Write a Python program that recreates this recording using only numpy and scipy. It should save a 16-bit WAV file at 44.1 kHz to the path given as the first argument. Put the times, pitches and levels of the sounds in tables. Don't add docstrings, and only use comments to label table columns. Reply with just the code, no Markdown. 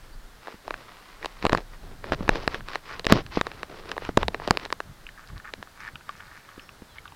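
import sys
import numpy as np
from scipy import signal
from scipy.fft import rfft, irfft, next_fast_len
from scipy.io import wavfile
from scipy.ndimage import uniform_filter1d

SR = 44100
rng = np.random.default_rng(int(sys.argv[2]) if len(sys.argv) > 2 else 0)


def to_wav(sig):
    pcm = np.clip(np.atleast_2d(sig), -1, 1) * 32767
    pcm = np.round(pcm).astype(np.int16)
    wavfile.write(sys.argv[1], SR, pcm.T)


N = 315579
T = np.arange(N) / SR
# t/s, length/s, level/dB, brightness/dB (light skids high, heavy drags low)
SLIDES = [(0, 0.072, -60.5, 2), (.41, 0.15, -55.5, 7.5), (.62, 0.23, -53.5, -3), (.76, .75, -63, 9),
          (1.219, 0.051, -41.5, -2), (1.42, 0.041, -48, 12.5), (1.49, .13, -41, -9.5),
          (1.72, 0.033, -53.5, 3), (1.8, 0.16, -52, -12), (2.032, 0.099, -40, -12),
          (2.127, 0.012, -29, -7.5), (2.15, 0.25, -43, -16), (2.301, 0.11, -36.5, -4.5),
          (2.4, 0.07, -38, -3), (2.488, 0.11, -42, 0.5), (2.66, .13, -49.5, 8), (2.841, 0.17, -49.5, 5),
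          (3.088, 0.07, -26, -1.5), (3.135, 0.08, -29.5, -8), (3.314, 0.09, -42.5, 9.5),
          (3.42, 0.25, -51.5, -1), (3.68, 0.29, -45.5, -6), (3.88, 0.054, -52.5, 9.5),
          (3.99, 0.12, -49.5, 5.5), (4.179, 0.069, -33.5, -9.5), (4.3, 0.091, -43, -22),
          (4.39, 0.14, -49.5, 2), (4.47, 0.1, -40.5, -14.5), (4.589, 0.084, -44, 0.5)]


def undb(db):
    return 10 ** (np.asarray(db) / 20)


def unit(x):
    return x / np.sqrt(np.mean(x ** 2))


def resonate(x, peaks, order=2):
    out = 0
    for hz, width, db in peaks:
        band = signal.butter(order, [hz - width / 2, hz + width / 2], "bandpass", fs=SR, output="sos")
        out = out + undb(db) * signal.sosfilt(band, x)
    return out


def grains(per_s, spread_db):
    size = undb(spread_db * np.minimum(rng.exponential(size=N), 4))
    return (rng.random(N) < per_s / SR) * size * rng.choice([-1, 1], N)


def walk(rate_hz):
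    hold = int(SR / rate_hz)
    steps = np.repeat(rng.standard_normal(N // hold + 1), hold)
    return unit(uniform_filter1d(uniform_filter1d(steps, hold), hold)[:N])


def add(out, s, sound):
    i = int(s * SR)
    out[i:i + len(sound)] += sound[:N - i]


def strokes(rows, edge_s):
    power = np.zeros(N)
    for s, length, db, *_ in rows:
        t = T[:int((length + edge_s) * SR)]
        edge = min(edge_s, length / 2)
        shape = np.clip(np.minimum(t, t[::-1]) / (2 * edge), 0, 1) ** 2
        add(power, max(s - edge_s / 2, 0), shape * undb(db) ** 2)
    return np.sqrt(power)


def hush(level_db=-54):
    # f/Hz, relative level/dB
    spectrum = [(59, -26), (100, -9.5), (612, -8), (757, -8), (1600, -7.5), (2500, -16), (4170, -15),
                (5990, -20.5), (15300, -26.5), (16300, -34)]
    hz, db = np.transpose(spectrum)
    n = next_fast_len(N)
    bin_hz = np.arange(n // 2 + 1) * SR / n
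    colour = undb(np.interp(np.log(bin_hz + 1), np.log(hz), db))
    gain = undb(level_db + 0.12 * walk(3.3))
    return gain * unit(irfft(rfft(rng.standard_normal(n)) * colour, n)[:N])


def sway(jolt_heave_db=-4, jolt_rumble_db=-7.5):
    # t/s, heave level/dB, rumble level/dB
    unrest = [(0.0, -47, -56), (0.16, -43.5, -58), (.6, -58, -61), (1.08, -55, -59.5), (1.51, -39.5, -53),
              (1.99, -49.5, -50.5), (2.31, -34, -38.5), (2.81, -55, -57), (3.27, -53, -45),
              (3.58, -60, -50), (3.88, -51, -48.5), (4.34, -48, -43), (4.66, -56, -52), (5.06, -51, -57.5),
              (5.42, -55, -54.5), (6.63, -68, -59), (7.15, -79, -56.5)]
    s, heave_db, rumble_db = np.transpose(unrest)
    pressure = rng.standard_normal(N) * undb(2 * walk(12))
    jolt = strokes(SLIDES, edge_s=0.06)
    heave = np.hypot(undb(np.interp(T, s, heave_db)), undb(jolt_heave_db) * jolt)
    rumble = np.hypot(undb(np.interp(T, s, rumble_db)), undb(jolt_rumble_db) * jolt)
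    return (heave * unit(resonate(pressure, [(25.4, 19.6, 0)]))
            + rumble * unit(resonate(pressure, [(76, 130, 0)])))


def finger_rub(edge_s=0.027, shared=0.4):
    # f/Hz, width/Hz, level/dB
    dull = [(432, 265, 0)]
    middle = [(1170, 500, 2), (1860, 140, -5)]
    bright = [(2650, 1400, 0), (4500, 2000, -7)]
    s, length, db, bright_db = np.transpose(SLIDES)

    def envelope(level_db):
        return strokes(zip(s, length, level_db), edge_s)

    roughness = envelope(db - 0.5 * np.maximum(bright_db, 0)) / (envelope(db) + 1e-9)
    coarse = roughness * unit(grains(350, spread_db=4.5))
    out = 0
    for peaks, layer_db in (dull, db), (middle, db + bright_db), (bright, db - 7.5 + 0.9 * bright_db):
        slips = (shared * coarse + unit(grains(800, spread_db=3))) * undb(1.8 * walk(60))
        ring = resonate(slips, peaks, order=1)
        band = resonate(ring, [(2800, 5400, 0)], order=6)
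        out = out + envelope(layer_db) * unit(band)
    return out


def birds():
    # t/s, length/s, start f/Hz, end f/Hz, level/dB
    whistles = [(.12, .05, 4550, 4750, -61), (6.56, .19, 5150, 5650, -65), (6.87, .09, 3650, 3100, -61),
                (6.88, .11, 4050, 4050, -63)]
    out = np.zeros(N)
    for s, length, start_hz, end_hz, db in whistles:
        hz = np.linspace(start_hz, end_hz, int(length * SR))
        envelope = undb(db + 2.8 * walk(42)[:len(hz)]) * np.hanning(len(hz)) ** .5
        add(out, s, envelope * np.sin(2 * np.pi * np.cumsum(hz) / SR))
    return out


def housing_ring(colour_db, favoured=(), scatter_db=2.5, detune=.04, spread_s=.0004):
    # f/Hz, level/dB, t60/s
    modes = [(86, -11.5, 0.019), (196.5, -10, 0.037), (269, -8, 0.03), (501.5, -2, 0.027), (664, 2, 0.011),
             (885, -2, 0.009), (1092, -1, 0.0086), (1713, -3, 0.0067), (2454, -10.5, 0.0095),
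             (2800, -0.5, 0.0042), (3940, -1, 0.0061), (4780, 0, 0.0035), (7350, -8.5, 0.0039),
             (11100, -23, 0.0023), (14600, -25, 0.0016)]
    colour_hz = (200, 550, 1500, 4500, 12000)
    hz, mode_db, t60 = np.transpose(modes)[:, :, None]
    size, tune, late = rng.standard_normal((3, len(modes), 1))
    share_db = np.interp(np.log(hz), np.log(colour_hz), colour_db)
    for favoured_hz in favoured:
        share_db += 12 * np.exp(-(np.log(hz / favoured_hz) / .12) ** 2)
    t = np.maximum(T[:3000] - spread_s * np.abs(late) - 0.23 / hz, 0)
    ring = np.exp(-np.log(1000) * t / t60) * np.sin(2 * np.pi * hz * (1 + detune * tune) * t)
    ring[hz[:, 0] < 400] *= -1
    return -np.sum(undb(share_db + mode_db + scatter_db * size) * ring, axis=0)


def ticks(heavy_db=-9.5, thin_hz=330):
    # t/s, level/dB, relative body/dB, relative snap/dB, for some a favoured mode f/Hz
    slips = [(0.472, -20, -26, -18.5), (.481, -25, -6.5, -25), (0.679, -23, -5, -13),
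             (0.707, -12.5, -14, -19.5), (.741, -15, -60, -21), (1.228, -23, -27, -10),
             (1.246, -13, -24, -20.5), (1.258, -14, -16.5, -5.5), (1.426, -21.5, -24, -6),
             (1.452, -7, -10, -12), (1.458, -19, -5, -32), (1.466, -5, -12, -16.5),
             (1.495, -10.5, -10, -11), (1.522, -10, -31, -15), (1.53, -3, -10, -17),
             (1.549, -9, -18, -18, 1092), (1.574, -15.5, -25, -7.5), (1.583, -23, -7.5, -23),
             (2.042, -13.5, -24, -32), (2.121, -5.5, -13, -21.5), (2.134, -15, -14.5, -15),
             (2.279, -9, -20, -32), (2.292, 2, -15, -21), (2.356, -10, -16, -19), (2.477, -4, -17, -16),
             (2.545, -7.5, -55, -20.5), (2.607, -21, -40, -39), (2.6852, -24, -19, 0.5),
             (2.733, -18.5, -21, -19), (2.749, -26, -20, -3), (2.756, -10, -16, -26, 3940),
             (2.995, -28.5, 4.5, 6), (3.045, -20.5, -10, -6), (3.052, -30, 5.5, 4),
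             (3.067, -6.5, -12.5, -10), (3.098, -14, -13, -14), (3.105, -16.5, -14, -9),
             (3.123, 8, -12, -10), (3.206, -22.5, -10, -30), (3.264, -31.5, -30, -4),
             (3.412, -8, -16.5, -10), (3.468, -18.5, -5, -9.5), (3.516, -21.5, -17, -14.5),
             (3.631, -13, -16, -13.5), (3.892, -24.5, -25.5, -7.5), (3.916, -14, -20, -12.5),
             (3.966, -25, 1, -16), (3.979, -15, -14, -11.5), (4.021, -29, 0, -26), (4.05, -22.5, -32, -7),
             (4.091, -17.5, -9, -46), (4.172, -12.5, -4, -8), (4.1738, -2.5, -1, -11),
             (4.23, -10, -24, -17, 1000), (4.282, -13, -2, -15, 3940), (4.345, -10.5, -17, -18),
             (4.399, -16, -16.5, -40), (4.419, -25.5, -12, -26), (4.476, -17, -2.5, -6),
             (4.484, -19, -9, -17), (4.508, 0, -8, -12, 4780), (4.572, -11.5, -13.5, -6),
             (4.597, -29, -32, -5), (4.652, -19.5, -20, -12), (4.659, -21.5, -12.5, -16),
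             (4.703, -16.5, -24, -17), (4.7258, -9.6, -17, -8), (4.803, -17, -18, -14),
             (5.274, -50, -20, 16), (5.379, -36, -20, 0), (5.537, -17.5, -22.5, -10),
             (5.627, -17, -40, -24)]
    thin = signal.butter(4, thin_hz, "highpass", fs=SR, output="sos")
    out = np.zeros(N)
    for s, db, body_db, snap_db, *favoured in slips:
        colour_db = [-59, body_db, 0, snap_db, snap_db + 0.97 * db]
        tick = undb(db) * housing_ring(colour_db, favoured)
        add(out, s, tick if db > heavy_db else signal.sosfilt(thin, tick))
    return out


def knocks():
    # t/s, level/dB
    landings = [(.542, -23), (1.426, -15), (1.442, -6), (1.505, -17), (1.523, -16), (1.53, -6), (1.55, -18),
                (1.573, -12), (2.207, -9), (2.995, -25), (3.104, -4), (3.123, 10.5), (3.153, -6),
                (3.372, 1), (4.09, -7), (4.173, -3), (4.282, -13.5), (4.477, -14), (4.509, -8),
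                (6.578, -19), (6.82, -21.5)]
    colour_db = [-4, -22, -18.5, -47, -80]
    out = np.zeros(N)
    for s, db in landings:
        add(out, s, undb(db) * housing_ring(colour_db))
    return out


def bumps():
    # t/s, length/s, level/dB, f/Hz
    contacts = [(1.538, 0.052, -41, 80), (3.121, 0.059, -28.5, 109), (4.179, 0.13, -35.5, 59),
                (4.84, .11, -48, 120), (5.278, .13, -42, 69.4), (5.567, 0.057, -49, 160),
                (5.92, 0.051, -48, 111)]
    out = np.zeros(N)
    for s, length, db, hz in contacts:
        n = int(length * SR)
        rumble = resonate(rng.standard_normal(SR // 4), [(hz, hz, 0)])[-n:]
        add(out, s, undb(db) * unit(rumble * np.sqrt(np.hanning(n))))
    return out


def turf_crackle(snaps_per_s=160, jitter=.5, spread_db=4, snap_top_hz=2000):
    # t/s, length/s, level/dB
    tears = [(2.87, 0.09, -39.5), (5.17, 0.084, -52), (5.28, 0.033, -43.5), (5.35, 0.048, -49.5),
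             (5.44, 0.068, -47.5), (5.74, 0.11, -53.5), (5.79, 0.11, -42), (6.07, 0.12, -50.5),
             (6.16, 0.21, -53), (6.35, 0.069, -50.5), (6.43, 0.22, -53.5), (6.945, 0.045, -46.5)]
    # f/Hz, relative level/dB
    soil = [(800, -36), (1250, 6.5), (1700, -2), (2400, 0), (3400, -14), (6000, -2)]
    soil_hz, soil_db = np.transpose(soil)
    gap, size = rng.standard_normal((N // 100, 2)).T
    at = (np.cumsum(np.exp(jitter * gap)) * SR / snaps_per_s).astype(int)
    snaps = np.zeros(N)
    snaps[at[at < N]] = undb(spread_db * size)[at < N]
    out = 0
    for hz in 850 * 2 ** np.arange(0, 3, 1 / 3):
        grit = .4 * unit(grains(200, spread_db=3.6))
        drive = ((hz < snap_top_hz) * unit(snaps) + grit) * undb(3.5 * walk(16))
        band_db = np.interp(np.log(hz), np.log(soil_hz), soil_db) - 10 * np.log10(hz)
        out = out + resonate(drive, [(hz, .35 * hz, band_db)])
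    return strokes(tears, edge_s=0.01) * unit(out)


def root_crunches(t60=0.0077, width_hz=430, edge_hz=2680):
    # t/s, level/dB, relative edge/dB, f/Hz
    breaks = [(5.0666, -41, 12, 1250), (5.0895, -31.5, -4, 1680), (5.176, -34.5, -29, 1510),
              (5.3997, -33, -20, 1370), (5.446, -40, -24, 1570), (5.4746, -34, -18, 1540),
              (5.673, -36, -15, 1400), (5.878, -27, -19, 1610), (5.9561, -31, 3, 1360),
              (6.009, -37.5, -11, 1230), (6.0922, -20.5, -10, 1175), (6.2057, -33.5, -3.5, 1500),
              (6.3138, -37, -20, 1610), (6.489, -34.5, -10, 1360), (6.595, -42, 8.5, 1660),
              (6.6909, -37, 1.5, 1250), (6.9838, -31, -4.5, 2080), (7.0552, -31, -10, 1290),
              (7.078, -40, 4, 1290), (7.1215, -37, -8, 1070)]
    out, t = np.zeros(N), T[:2500]
    for s, db, edge_db, hz in breaks:
        tune = 1 + 0.07 * rng.standard_normal()
        burst = rng.standard_normal(len(t)) * np.exp(-np.log(1000) * t / t60)
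        body = resonate(burst, [(hz, width_hz, 0)])
        edge = resonate(burst, [(edge_hz * tune, 2 * width_hz, 0)])
        add(out, s, undb(db) * (body / np.abs(body).max() + undb(edge_db) * edge / np.abs(edge).max()))
    return out


def digging(echo_db=-9.5, echo_t60=0.04):
    direct, t = turf_crackle() + root_crunches(), T[:6000]
    echo = unit(rng.standard_normal(len(t)) * np.exp(-np.log(1000) * t / echo_t60)) / np.sqrt(len(t))
    return direct + undb(echo_db) * signal.fftconvolve(direct, echo)[:N]


def scene():
    return (ticks() + knocks() + finger_rub() + digging() + sway() + birds() + hush() + bumps())[None]


def record(dry, top_hz=16300):
    lowpass = signal.ellip(8, .2, 70, top_hz, fs=SR, output="sos")
    return signal.sosfilt(lowpass, np.clip(dry, -1, 1))


dry = scene()
out = record(dry)
to_wav(out)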